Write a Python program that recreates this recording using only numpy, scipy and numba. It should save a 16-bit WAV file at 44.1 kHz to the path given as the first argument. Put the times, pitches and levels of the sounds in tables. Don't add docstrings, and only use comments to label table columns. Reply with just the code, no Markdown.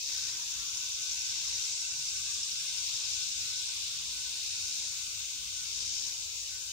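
import sys
import numpy as np
from scipy import signal
from scipy.fft import rfft, irfft
from scipy.io import wavfile
from scipy.ndimage import uniform_filter1d
from numba import njit

SR = 44100
rng = np.random.default_rng(int(sys.argv[2]) if len(sys.argv) > 2 else 0)


def invert_db(x):
    u = np.asarray(x, float) / 20
    return 10 ** u


def dump_mix(stems):
    frames = np.atleast_2d(stems).T
    limited = np.clip(frames, -1, 1)
    pcm = np.round(limited * 32767).astype(np.int16)
    wavfile.write(sys.argv[1], SR, pcm)


N = 296352


def clock():
    return np.arange(N) / SR


def hz_axis():
    return np.arange(N // 2 + 1) * SR / N


def along(table):
    s, *columns = np.transpose(table)
    return [np.interp(clock(), s, column) for column in columns]


def over(table, hz):
    f, value = np.transpose(table)
    return np.interp(np.log(hz + 1), np.log(f), value, left=value[0], right=value[-1])


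def unit(x):
    return x / np.sqrt(np.mean(x ** 2))


def bell(hz, centre_hz, width_hz):
    return 1 / np.sqrt(1 + (2 * (hz - centre_hz) / width_hz) ** 2)


def resonances(rows, order):
    return np.sqrt(sum(invert_db(2 * db) * bell(hz_axis(), hz, width) ** order for hz, width, db in rows))


def walk(rate):
    hold = int(SR / rate)
    steps = np.repeat(rng.standard_normal(N // hold + 1), hold)
    return 1.3 * uniform_filter1d(uniform_filter1d(steps, hold), hold)[:N]


def phase(hz):
    return 2 * np.pi * np.cumsum(hz) / SR


def pair(alike, lag_s=0.):
    common, left, right = rfft(rng.standard_normal((3, N)))
    alike = np.clip(alike, 0, 1)
    shared, own = np.sqrt(alike) * common, np.sqrt(1 - alike)
    late = np.exp(-2j * np.pi * hz_axis() * lag_s)
    return np.array([shared * late + own * left, shared + own * right])


def patchy(spectra, low_hz, high_hz, slow_db, quick_db, rate, count):
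    place = count * np.log2(hz_axis() + 1)
    out = 0
    for k in np.arange(np.floor(count * np.log2(low_hz)), count * np.log2(high_hz)):
        share = np.cos(np.pi / 2 * np.clip(place - k, -1, 1)) ** 2
        wander_db = slow_db * walk(1.89) + quick_db * walk(rate)
        out = out + invert_db(wander_db) * irfft(spectra * share, N)
    return unit(out)


def sides(lean_db):
    return invert_db(np.array([lean_db, -lean_db]).reshape(2, -1) / 2)


def spells(rows, rest_db, rise_s=None, fall_s=None):
    t, db = clock(), rest_db + np.zeros(N)
    for start, held, top_db, *edges in rows:
        rise, fall = edges or (rise_s, fall_s)
        share = np.minimum(1 + (t - start) / rise, 1 - (t - start - held) / fall)
        db = np.maximum(db, rest_db + np.clip(share, 0, 1) * (top_db - rest_db))
    return db


@njit
def resonate(x, hz, width):
    y, band, low = np.empty(len(x)), 0., 0.
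    for i in range(len(x)):
        g, k = np.tan(np.pi * hz[i] / SR), width / hz[i]
        v = (band + g * (x[i] - low)) / (1 + g * (g + k))
        band, low, y[i] = 2 * v - band, low + 2 * g * v, k * v
    return y


# frequency in Hz, level in dB per Hz.
JET_TONE = [(5000, -48), (8000, -40), (9700, -23), (10500, -15), (12000, -14.5), (13200, -14), (14300, -12),
            (14900, -3), (15250, 7.5), (15700, 9), (19000, 6)]
# frequency in Hz, likeness from 0 to 1.
JET_ALIKE = [(8000, .2), (11000, .6), (13000, .5), (14400, .5), (15000, .55), (15300, .7)]
# time in seconds, pitch in Hz.
WHISTLE_PITCH = [(1.8, 8688), (2.15, 8650), (2.55, 8624), (3.05, 8668), (3.9, 8645), (4.2, 8657),
                 (4.75, 8648), (5.5, 8614), (6.1, 8505), (6.72, 8550)]
# start in seconds, length in seconds, left level in dB, right level in dB.
WHISTLES = [
    (1.9, .2, -60, -62),
    (2.15, .66, -53, -54),
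    (3, .35, -61, -60),
    (3.45, .45, -58, -57.5),
    (4.05, .5, -55, -60),
    (4.6, .95, -54, -61),
    (5.55, .1, -52, -53),
    (5.66, .24, -70, -59),
    (6.67, .1, -70, -57),
]


def leak():
    jet = pair(over(JET_ALIKE, hz_axis()), lag_s=.000104) * invert_db(over(JET_TONE, hz_axis()))
    hiss = patchy(jet, 7000, 16000, slow_db=0.38, quick_db=0.55, rate=17, count=3) * invert_db(-54)
    left_db = spells([(s, held, left) for s, held, left, right in WHISTLES], -78, rise_s=.05, fall_s=.05)
    right_db = spells([(s, held, right) for s, held, left, right in WHISTLES], -78, rise_s=.05, fall_s=.05)
    waver_db = 1.6 * np.array([walk(24), walk(23.9)]) + 1.2
    turn = phase(along(WHISTLE_PITCH)[0] + 5 * walk(40))
    waves = np.array([np.sin(turn), np.sin(turn + 1.8)])
    return hiss + np.sqrt(2) * waves * invert_db(np.array([left_db, right_db]) + waver_db)


# time in seconds, level in dB, left minus right in dB.
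CHORUS_LEVEL = [(0, -38, 0), (1, -36.5, 0.5), (2, -36.5, -0.5), (3, -36, 2), (4, -37.5, 0.5), (5, -38, 1),
                (6, -38, 1.5), (6.72, -39.5, 1.5)]
# frequency in Hz, level in dB per Hz.
CHORUS_TONE = [(1120, -43), (1900, -31), (2040, -16), (2550, -7), (3020, -8), (3600, -2.5), (4290, -5),
               (4800, -1.5), (5890, -0.5), (7620, -4), (8200, -12.5), (8820, -13), (9020, -14.5),
               (10000, -16), (11000, -32), (14300, -29), (22000, -120)]
# frequency in Hz, left minus right in dB.
CHORUS_LEAN = [(2000, -4.5), (3000, -2), (3700, 4.5), (4600, 3.5), (5700, -1), (6600, 13), (7500, 2),
               (8300, 8), (9300, -6), (11000, 0)]
# frequency in Hz, width in Hz, dB above the rest.
CHORUS_BELLS = [(2100, 40, 2), (2712, 30, 4), (3635, 40, 4), (5550, 90, -4), (5670, 60, 4),
                (5830, 350, 2.5), (6030, 50, 2.5), (6300, 350, -3.5), (7420, 50, 4), (9700, 100, 3)]


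def chorus():
    hz = hz_axis()
    tone_db = over(CHORUS_TONE, hz) + sum(db * bell(hz, f, width) ** 2 for f, width, db in CHORUS_BELLS)
    level_db, lean_db = along(CHORUS_LEVEL)
    voices = pair(0.14, lag_s=-0.000083) * invert_db(tone_db) * sides(over(CHORUS_LEAN, hz))
    hiss = patchy(voices, 1700, 12000, slow_db=0.98, quick_db=0.89, rate=20, count=3)
    return hiss * invert_db(level_db) * sides(lean_db)


# frequency in Hz, width in Hz, level in dB.
SWELL_BODY = [(3960, 1070, -4.5), (4520, 1440, -4.5), (5435, 850, 1.5), (5520, 220, -10.5), (6230, 890, 0),
              (7000, 750, -2.5), (8360, 740, -11)]
# full from in seconds, held in seconds, top in dB, build-up in seconds, let-down in seconds.
PUMPS = [
    (.12, 0.18, -43.5, 0.24, 0.03),
    (1.55, 0.11, -44, 0.7, 0.15),
    (2.9, 0.078, -45.5, 0.28, 0.39),
    (4.47, 0.38, -45, 0.28, 0.16),
    (5.8, .28, -44.5, 0.19, 0.099),
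]
# time in seconds, level in dB.
PUMP_REST = [(0, -51), (.8, -53), (2.1, -48.5), (3.7, -49), (5.2, -51), (6.72, -53)]


def sweller():
    rest_db = along(PUMP_REST)[0]
    level_db = spells(PUMPS, rest_db)
    lean_db = 1 + .5 * (level_db - rest_db)
    beat = np.cumsum(67 + 3 * walk(4)) / SR
    bursts = .8 + np.exp(-(beat % 1) / .35)
    clicks = rfft(irfft(pair(0.17), N) * bursts)
    song = unit(irfft(clicks * resonances(SWELL_BODY, order=4), N))
    return song * invert_db(level_db + 6.5) * sides(lean_db)


def throbber(pace, start, song, sharp, upbeat, glide_hz, width_hz, lean_db):
    turn = 2 * np.pi * start + phase(along(pace)[0])
    level_db, hz = along(song)
    squeeze = np.exp(sharp * (np.cos(turn) - 1))
    squeeze = squeeze + upbeat * np.exp(sharp * (np.cos(turn + 1.8) - 1))
    centre = hz - glide_hz * np.sin(turn)
    noise = irfft(pair(0.065), N)
    buzz = np.array([resonate(resonate(x, centre, width_hz), centre, width_hz) for x in noise])
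    return unit(squeeze * buzz) * invert_db(level_db + 0.5 * walk(17.0)) * sides(lean_db)


# time in seconds, throbs a second.
HIGH_PACE = [(0, 11.46), (2.7, 11.46), (3.2, 10.95), (6.72, 10.8)]
# time in seconds, level in dB, body pitch in Hz.
HIGH_SONG = [(0, -60, 5500), (.35, -46, 5660), (1, -45, 5620), (2, -45, 5450), (2.7, -46, 5420),
             (3.2, -43.5, 5350), (3.62, -45, 5520), (3.85, -57, 5500), (6.72, -76, 5570)]


def high_singer():
    return throbber(HIGH_PACE, .11, HIGH_SONG, sharp=5.5, upbeat=.5, glide_hz=300, width_hz=650., lean_db=1)


# time in seconds, throbs a second.
LOW_PACE = [(0, 11), (4.2, 13.1), (5, 11.8), (5.6, 11.9), (6.72, 12.6)]
# time in seconds, level in dB, body pitch in Hz.
LOW_SONG = [(0, -56.5, 2570), (1, -58, 2745), (2, -54, 2690), (2.5, -57, 2830), (3, -60, 2830),
            (4.1, -58.5, 2920), (4.7, -62, 2920), (5.3, -64, 3030), (5.9, -55, 3110), (6.3, -61, 2940),
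            (6.72, -56, 3050)]


def low_singer():
    return throbber(LOW_PACE, -.3, LOW_SONG, sharp=2.2, upbeat=.5, glide_hz=-40, width_hz=200., lean_db=-2)


def echoed(x):
    late = np.exp(-2j * np.pi * hz_axis() * .001439)
    return irfft(rfft(x) * (1 - invert_db(-11.5) * late), N)


# frequency in Hz, level in dB per Hz.
WOODS_TONE = [(15, -42), (25, -20), (43, -4), (65, 0.5), (97, -3.5), (212, -12.5), (396, -17.5), (502, -15),
              (750, -23.5), (832, -21.5), (870, -27), (1130, -31), (1910, -120)]
# frequency in Hz, likeness from 0 to 1.
WOODS_ALIKE = [(40, 1), (100, 0.65), (200, 0.2), (400, 0.18), (800, 0.07)]
# start in seconds, length in seconds, dB above the drone.
THUMPS = [(.2, .1, 4), (1.5, 0.064, 8.5), (1.95, 0.033, 6), (2.12, 0.16, 7), (3.88, 0.062, 5),
          (4.12, 0.053, 7), (4.61, 0.11, 4.5), (5.06, .1, 5.5), (5.38, 0.24, 7), (5.74, 0.067, 9),
          (6.02, 0.076, 6), (6.21, .1, 5)]


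def woods():
    hz = hz_axis()
    tone_db = over(WOODS_TONE, hz) + 6 * bell(hz, 59, 9.9) ** 2 + 6 * bell(hz, 91.1, 6.5) ** 2
    tone_db = tone_db - 30 * np.clip(np.log2((hz + 1) / 2000), 0, 1)
    air = pair(over(WOODS_ALIKE, hz)) * invert_db(tone_db)
    low = bell(hz, 0, 304) ** 2
    road_db = -69 + 0.18 * clock() + spells(THUMPS, 0, rise_s=0.076, fall_s=.12)
    drone = patchy(air * low, 25, 400, slow_db=0.6, quick_db=3.5, rate=18, count=2)
    leaves = patchy(air * (1 - low), 90, 3000, slow_db=.6, quick_db=1.8, rate=8, count=2)
    return drone * invert_db(road_db) * sides(-4.0) + leaves * invert_db(-66.0) * sides(0.87)


# frequency in Hz, width in Hz, level in dB.
TYRE_RINGS = [(907, 16, -13), (945, 70, -17.5), (990, 80, -15.5), (1090, 150, -20), (1184, 26, -12.5),
              (1228, 45, -19), (1283, 14, -11.5), (1368, 12, -8.5), (1400, 45, -16), (1503, 18, -8),
              (1530, 18, -7), (1560, 24, -13), (1608, 18, -12), (1631, 20, -12), (1710, 60, -15.5),
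              (1790, 100, -25), (1878, 30, -11.5), (1930, 50, -19.5)]
# start in seconds, length in seconds, level in dB.
SINGS = [(0.14, 0.184, -67), (0.359, 0.13, -77), (0.521, 1.14, -63.5), (1.838, 0.19, -64),
         (2.083, 0.19, -65), (2.391, 0.034, -68), (2.55, 0.29, -66), (2.983, 0.12, -63.5),
         (3.157, 0.57, -64.5), (3.849, 0.062, -67), (3.943, 0.064, -69), (4.11, 0.17, -61),
         (4.35, 0.076, -67), (4.641, 0.078, -63), (4.788, 0.062, -66), (4.893, 0.038, -69),
         (4.967, 0.102, -67), (5.11, 0.152, -66), (5.292, 0.064, -67), (5.4, 0.032, -68.5),
         (5.474, 0.16, -62.5), (5.711, 0.064, -71), (5.901, 0.072, -66), (6.086, 0.044, -67.5),
         (6.517, 0.16, -68)]


def tyre():
    valve_opens_s, opening_s = 0.041, 0.057
    shut_db = -66.5
    opened = np.clip((clock() - valve_opens_s) / opening_s, 0, 1)
    open_db = -60 - 0.85 * clock()
    flow_db = shut_db + opened * (open_db - shut_db)
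    rings = pair(0.64) * resonances(TYRE_RINGS, order=3)
    rush = patchy(rings, 820, 2100, slow_db=.6, quick_db=1.8, rate=7, count=6) * invert_db(flow_db)
    sing_hz = 1511 - 2.8 * clock()
    sing_db = spells(SINGS, -80.5, rise_s=.03, fall_s=0.027) + 2.6 * walk(32) - 3.5
    tone = np.sqrt(2) * np.sin(phase(sing_hz + 5 * walk(30))) * invert_db(sing_db) * opened
    return (rush + tone) * sides(-5.0)


# time in seconds, peak level in dB, pitch in Hz.
KNOCKS = [
    (5.997, -61, 1500),
]


def knocks():
    out, t = np.zeros(N), np.arange(1500) / SR
    for start, db, hz in KNOCKS:
        at = int(start * SR)
        out[at:at + len(t)] += invert_db(db) * np.sin(2 * np.pi * hz * t) * np.exp(-t * np.log(1000) / .025)
    return out * sides(2.5)


def scene():
    near_singers = echoed(sweller() + high_singer())
    return leak() + chorus() + near_singers + low_singer() + woods() + tyre() + knocks()


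# lowest frequency in Hz, highest frequency in Hz.
THIN_HZ = [(130, 2250), (9300, 13780)]


def thrift(x):
    hz, s, cells = signal.stft(x, SR, window="cosine", nperseg=2048, noverlap=1024)
    at = np.minimum((s * SR).astype(int), N - 1)
    power = uniform_filter1d(abs(cells) ** 2, size=3, axis=1)
    usual = uniform_filter1d(uniform_filter1d(power, size=61, axis=2), size=15, axis=1)
    whim = uniform_filter1d(rng.standard_normal((len(hz) // 4 + 1, len(s))), size=2, axis=1)
    whim = np.repeat(whim, 4, axis=0)[:len(hz)]
    strict = walk(38)[at]
    bar_db = -3.3 + 4.5 * whim + 2.5 * strict * (hz > 5000)[:, None]
    thinned = sum((hz > low) & (hz < high) for low, high in THIN_HZ)[:, None] > 0
    cells = cells * np.where((power < usual * invert_db(2 * bar_db)) & thinned, .06, 1)
    fold = ((hz > 13780) & (hz < 15150))[:, None] & (strict > -.1)
    cells = cells - fold * cells.mean(axis=0)
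    return signal.istft(cells, SR, window="cosine", nperseg=2048, noverlap=1024)[1][:, :N]


def top_cut(x):
    return signal.sosfilt(signal.butter(12, 17010, fs=SR, output="sos"), x)


def record(dry):
    kept = irfft(rfft(thrift(dry)) * (hz_axis() < 15770), N)
    return top_cut(kept)


dry = scene()
out = record(dry)
dump_mix(out)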